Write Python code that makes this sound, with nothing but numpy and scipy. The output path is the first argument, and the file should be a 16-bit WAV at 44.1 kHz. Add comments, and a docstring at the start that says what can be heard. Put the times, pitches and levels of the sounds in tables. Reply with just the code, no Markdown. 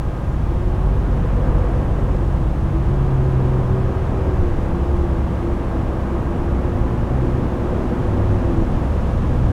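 """Fire engine pumping on a wet road

A six-cylinder diesel at a fast idle gives steady tones locked to its crankshaft, and knocks that ring its block.
A heavy vehicle slows down nearby: three multiples of a sinking firing rate, coloured by its exhaust pipe.
Traffic rumbles, roars and hisses as coloured noise, and a queue of cars growls louder as it comes closer.
A howl wanders in pitch as one sine, and short drones and squeals swell and go as gliding tones."""
import sys
import numpy as np
from scipy import signal
from scipy.fft import irfft, next_fast_len
from scipy.io import wavfile
from scipy.ndimage import uniform_filter1d

SR = 44100
rng = np.random.default_rng(int(sys.argv[2]) if len(sys.argv) > 2 else 0)


def inscribe(sig):
    """Save sig as 16-bit PCM at rate SR to the path in sys.argv[1].

    A 1-D sig is mono; a 2-D sig holds one channel per row.
    Samples are clipped to [-1, 1] before scaling.
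    """
    pcm = np.round(np.clip(np.atleast_2d(sig).T, -1, 1) * 32767)
    wavfile.write(sys.argv[1], SR, pcm.astype(np.int16))


def voltage_ratio(level):
    """Linear amplitude factor for a level in decibels (scalar or array-like)."""
    return 10 ** (np.asarray(level, float) / 20)


N = 419832
TIME = np.arange(N) / SR  # seconds

# Diesel four-stroke cycle (two crank turns), hunting slightly under the governor: (time [s], rate [cycles/s])
CYCLE_RATE = [(0, 10.51), (1.5, 10.492), (3.75, 10.533), (5.25, 10.518), (6.75, 10.534), (8.25, 10.543),
              (9.52, 10.6)]
# Steady diesel tones; 6 is the firing rate, the high ones are gear teeth and pump vanes:
# (multiple of the cycle rate [1], level [dB rms])
DIESEL_TONES = [(6, -26.5), (12, -33.5), (16, -43.5), (18, -38), (21, -46.5), (30, -46.5), (32, -44),
                (36, -47), (50, -53), (54, -53), (80, -52), (84, -59), (88, -60), (90, -53), (96, -54),
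                (99, -57), (101, -59), (104, -57), (106, -57.5), (108, -57), (114, -60), (118, -53),
                (152, -56.5), (155, -67), (171, -68.5), (192, -71), (223, -73)]
# Resonances of engine block and casings: (frequency [Hz], width [Hz], level [dB rms])
BLOCK_RESONANCES = [(1060, 380, -52), (1760, 350, -71)]

# Firing rate of the slowing vehicle: (time [s], frequency [Hz])
SLOWING_FIRING = [(0, 47.8), (.85, 47.1), (2.6, 46.4), (3.4, 43.3), (4.4, 40), (4.98, 36.4), (5.25, 35.9),
                  (5.55, 34.8), (6.0, 35.7)]
# Its exhaust pipe favours some pitches, most near 73 and 130 Hz.
# Level of a multiple that falls there, before the load acts: (frequency [Hz], level [dB rms])
EXHAUST_PIPE = [(34.8, -23), (36, -32), (41, -31), (45, -24.5), (47, -22), (70, -33), (71.8, -27),
                (72.8, -17.5), (75, -29), (81, -25), (87, -31), (94, -28), (110, -48), (120, -28),
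                (130, -17), (135, -22.5), (139, -29.5), (142, -33)]
# Its engine load, which jumps once and ends as it pulls up: (time [s], gain [dB])
ENGINE_LOAD = [(0, -9), (.6, -5), (.85, 5), (1.2, 3), (2.1, 1), (2.6, 0), (6.0, 0), (6.5, -40)]
# How far the 1st, 2nd and 3rd multiple follow the load: one share each [dB per dB]
LOAD_SHARES = [1, .4, .4]

# Swell of the passing traffic about its usual level: (time [s], gain [dB])
TRAFFIC_SWELL = [(0, -4), (.5, -3), (1.2, -0.5), (1.6, 1.5), (2.5, -2.5), (3.2, -0.2), (4.1, .5),
                 (5.1, -0.3), (7.2, 0.76), (8.2, 1.6), (9.52, -.3)]
# Level of the ground rumble: (time [s], level [dB rms])
RUMBLE_LOUDNESS = [(0, -22.5), (.8, -21), (3.4, -21.5), (4.2, -21), (5.8, -23.5), (7.1, -21), (7.7, -22.5),
                   (9.52, -19)]
# Level of the wet hiss: (time [s], level [dB rms])
HISS_LOUDNESS = [(0, -54), (1.8, -52.5), (2.4, -53.3), (4.4, -52.5), (6.9, -53), (8.3, -51), (9.52, -50.5)]
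# Colours of the noises, only the shape counts: (frequency [Hz], relative level per Hz [dB])
RUMBLE_COLOUR = [(5, -20), (14, -2.5), (22, -1.5), (32, 3), (44, -1), (56, 0), (75, -1.5), (100, 0.5),
                 (125, -6.5), (150, -5.5), (220, -18), (290, -26)]
ROAR_COLOUR = [(100, -27.5), (170, -2), (275, -4.5), (338, -5.5), (427, -10), (492, -7.5), (609, -13.5),
               (800, -20), (1040, -31), (1760, -120)]
GROWL_COLOUR = [(150, -18), (200, -3), (250, 4.5), (300, -9.5), (350, -18)]
MOAN_COLOUR = [(440, -17), (478, -6.5), (495, -4.5), (525, -7.5), (570, -19.5)]
RUSH_COLOUR = [(380, -28), (650, -1.5), (1100, -5), (1490, -12), (1620, -12.5), (2190, -20), (3000, -27.5),
               (3900, -42), (6600, -120)]
HISS_COLOUR = [(1530, -16.5), (2600, -4), (3400, -6), (4520, -12), (5500, -13), (6600, -14.5), (8000, -19),
               (9200, -24), (10300, -21), (11500, -28.5), (13500, -43)]
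MICROPHONE_COLOUR = [(5000, -9), (9000, 1.5), (12000, -2.5), (15500, -3.5), (16100, -7)]

# Pitch of the wandering howl, before its corners are smoothed: (time [s], frequency [Hz])
HOWL_PITCH = [(.4, 336), (.95, 388), (1.9, 428), (2.28, 338), (2.45, 325), (2.72, 322), (3.05, 372),
              (3.5, 371), (3.8, 381), (4.25, 382), (4.6, 334), (4.8, 349), (5.02, 349), (5.25, 326),
              (5.55, 352), (5.8, 326), (6.1, 341), (7.7, 357), (8.3, 360), (8.8, 310)]
# Level of the howl; it drops out once and flares before the end: (time [s], level [dB rms])
HOWL_LOUDNESS = [(.4, -55), (.52, -36), (1.03, -35), (1.2, -52), (1.9, -52), (2.02, -36), (4.4, -31),
                 (6.0, -33.5), (8.25, -32.5), (8.5, -27), (8.68, -33), (8.8, -55)]
# Drones and squeals that swell and go, with the level at the middle of each:
# (middle [s], length [s], start frequency [Hz], end frequency [Hz], level [dB rms])
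DRONES_AND_SQUEALS = [(1.55, .9, 495, 486, -36), (2.05, 1.1, 8500, 7900, -73), (4.5, .8, 20.5, 19.5, -25),
                      (5.25, .5, 129, 126, -30), (5.4, .9, 8150, 8400, -75.5), (6.5, .5, 87, 84, -30),
                      (6.95, .5, 115, 118, -25), (7.25, .4, 128, 126, -22), (7.5, .4, 103, 99, -30),
                      (8.05, .5, 249, 251, -33), (8.3, .7, 96, 105, -20), (8.95, .8, 74, 73, -24),
                      (9.02, .22, 12040, 12060, -77), (9.45, .5, 127, 128, -23)]


def rms_one(x):
    """Scale to rms 1."""
    return x / np.sqrt(np.mean(x ** 2))


def in_time(rows):
    """Join the points of a (time, value) table by straight lines."""
    times, values = np.transpose(rows)
    return np.interp(TIME, times, values)


def drift(rate_hz, spread_db, size=N):
    """A slowly wandering gain: white noise twice through a one-pole low-pass, read as dB."""
    # one slow value per 100 samples; the first 2000 let the filter settle
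    pole = np.exp(-200 * np.pi * rate_hz / SR)
    white = rng.standard_normal(N // 100 + 2002)
    slow = signal.lfilter([1], [1, -2 * pole, pole * pole], white)[2000:]
    gain = voltage_ratio(spread_db * rms_one(slow))
    return np.interp(np.arange(size) / 100, np.arange(len(slow)), gain)


def tone(hz, waver_db, waver_hz):
    """A sine of rms about 1 whose strength wavers on its way through moving air."""
    angle = np.cumsum(hz * (2 * np.pi / SR)) + 2 * np.pi * rng.random()
    return np.sqrt(2) * drift(waver_hz, waver_db, size=len(hz)) * np.sin(angle)


def noise(colour, level_db, patchy_db):
    """Random noise shaped to a colour, at a given level, whose strength wanders by patchy_db."""
    hz, db = np.transpose(colour)
    size = next_fast_len(N)
    bins_hz = np.fft.rfftfreq(size, 1 / SR) + 1e-3  # the offset avoids log(0)
    # straight lines over log frequency, practically silent outside the table
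    shape = voltage_ratio(np.interp(np.log(bins_hz), np.log(hz), db, left=-200, right=-200))
    chance = rng.standard_normal(2 * len(shape)).view(complex)
    coloured = rms_one(irfft(shape * chance, size)[:N])
    return voltage_ratio(level_db) * drift(8.0, patchy_db) * coloured


def diesel():
    """Tones locked to one crankshaft; valves and injectors knock on the block in a pattern kept every cycle."""
    cycle_hz = in_time(CYCLE_RATE)
    out = np.zeros(N)
    for multiple, db in DIESEL_TONES:
        out += voltage_ratio(db) * tone(multiple * cycle_hz, waver_db=1.2, waver_hz=1.2)

    cycles_done = np.cumsum(cycle_hz) / SR
    knocks = np.zeros(N)
    for place, strength in rng.random((24, 2)):  # 24 knocks, each at its own place in the cycle
        at = np.searchsorted(cycles_done, np.arange(place, cycles_done[-1]))
        knocks[at] += (strength - .5) * voltage_ratio(rng.normal(0, 1.4, len(at)))
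    low_pass = signal.butter(4, 2200, fs=SR, output="sos")
    soft_knocks = signal.sosfilt(low_pass, knocks + 1e-18)
    for hz, width_hz, db in BLOCK_RESONANCES:
        b, a = signal.iirpeak(hz, hz / width_hz, SR)
        out += voltage_ratio(db) * rms_one(signal.lfilter(b, a, soft_knocks))
    return out


def slowing_vehicle():
    """Three multiples of a firing rate that sinks as the vehicle brakes, each coloured by the pipe at its pitch."""
    firing_hz, load_db = in_time(SLOWING_FIRING), in_time(ENGINE_LOAD)
    pipe_hz, pipe_db = np.transpose(EXHAUST_PIPE)
    out = np.zeros(N)
    for multiple, share in enumerate(LOAD_SHARES, start=1):
        hz = multiple * firing_hz
        level_db = share * load_db + np.interp(hz, pipe_hz, pipe_db)
        out += voltage_ratio(level_db) * tone(hz, waver_db=.8, waver_hz=3.0)
    return out


def queue_growl():
    """Cars creep up to the closed lane and stop; their growl grows as one over the distance."""
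    start_m, rest_m, stops_s = 92, 13.7, 6.94
    distance_m = np.interp(TIME, [0, stops_s], [start_m, rest_m])
    return rest_m / distance_m * noise(GROWL_COLOUR, -31.5, 0.31)  # -31.5 dB rms at rest


def traffic():
    """Roar, rush and moan ride on one swell; rumble and wet hiss have their own levels, and the queue growls."""
    swell_db = in_time(TRAFFIC_SWELL)
    # usual level [dB rms] plus a share of the swell
    roar = noise(ROAR_COLOUR, -27.5 + 1.14 * swell_db, 0.15)
    rush = noise(RUSH_COLOUR, -35 + 0.91 * swell_db, 0.11)
    moan = noise(MOAN_COLOUR, -42 + 2.4 * swell_db, 0.3)
    rumble = noise(RUMBLE_COLOUR, in_time(RUMBLE_LOUDNESS), 0.68)
    hiss = noise(HISS_COLOUR, in_time(HISS_LOUDNESS), 0.15)
    return rumble + roar + queue_growl() + moan + rush + hiss


def microphone_hiss():
    """The microphone's own steady noise."""
    return noise(MICROPHONE_COLOUR, -65.0, 0)


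def howl():
    """One nearly clean line that turns its corners with some inertia."""
    inertia_s = .08
    hz = uniform_filter1d(in_time(HOWL_PITCH), int(inertia_s * SR))
    unsteady_hz = hz * drift(6.0, .03)
    return voltage_ratio(in_time(HOWL_LOUDNESS)) * tone(unsteady_hz, waver_db=2.5, waver_hz=9.0)


def swells():
    """Each is a gliding, slightly unsteady tone under a smooth rise and fall."""
    out = np.zeros(N)
    for middle_s, length_s, start_hz, end_hz, db in DRONES_AND_SQUEALS:
        sounding = abs(TIME - middle_s) < length_s / 2
        along = (TIME[sounding] - middle_s) / length_s + .5  # 0 at the start, 1 at the end
        hz = start_hz + (end_hz - start_hz) * along
        unsteady_hz = hz * drift(40.0, .12, size=len(along))
        rise_and_fall = 4 * along * (1 - along)
        out[sounding] += voltage_ratio(db) * rise_and_fall * tone(unsteady_hz, waver_db=1.5, waver_hz=8.0)
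    return out


def scene():
    """All sources add up in one channel."""
    return (diesel() + slowing_vehicle() + traffic() + howl() + swells())[None]


def roll_off(x):
    """The treble ends steeply here."""
    return signal.sosfilt(signal.butter(12, 16130, fs=SR, output="sos"), x)


def record(dry):
    """The microphone adds its steady hiss, peaks are gently rounded and the last 4 ms fade out."""
    ceiling = 1.1
    fade = np.clip((N - np.arange(N)) / (.004 * SR), 0, 1)
    sound = dry + microphone_hiss()
    rounded = ceiling * np.tanh(sound / ceiling)
    return roll_off(fade * rounded)


dry = scene()
out = record(dry)
inscribe(out)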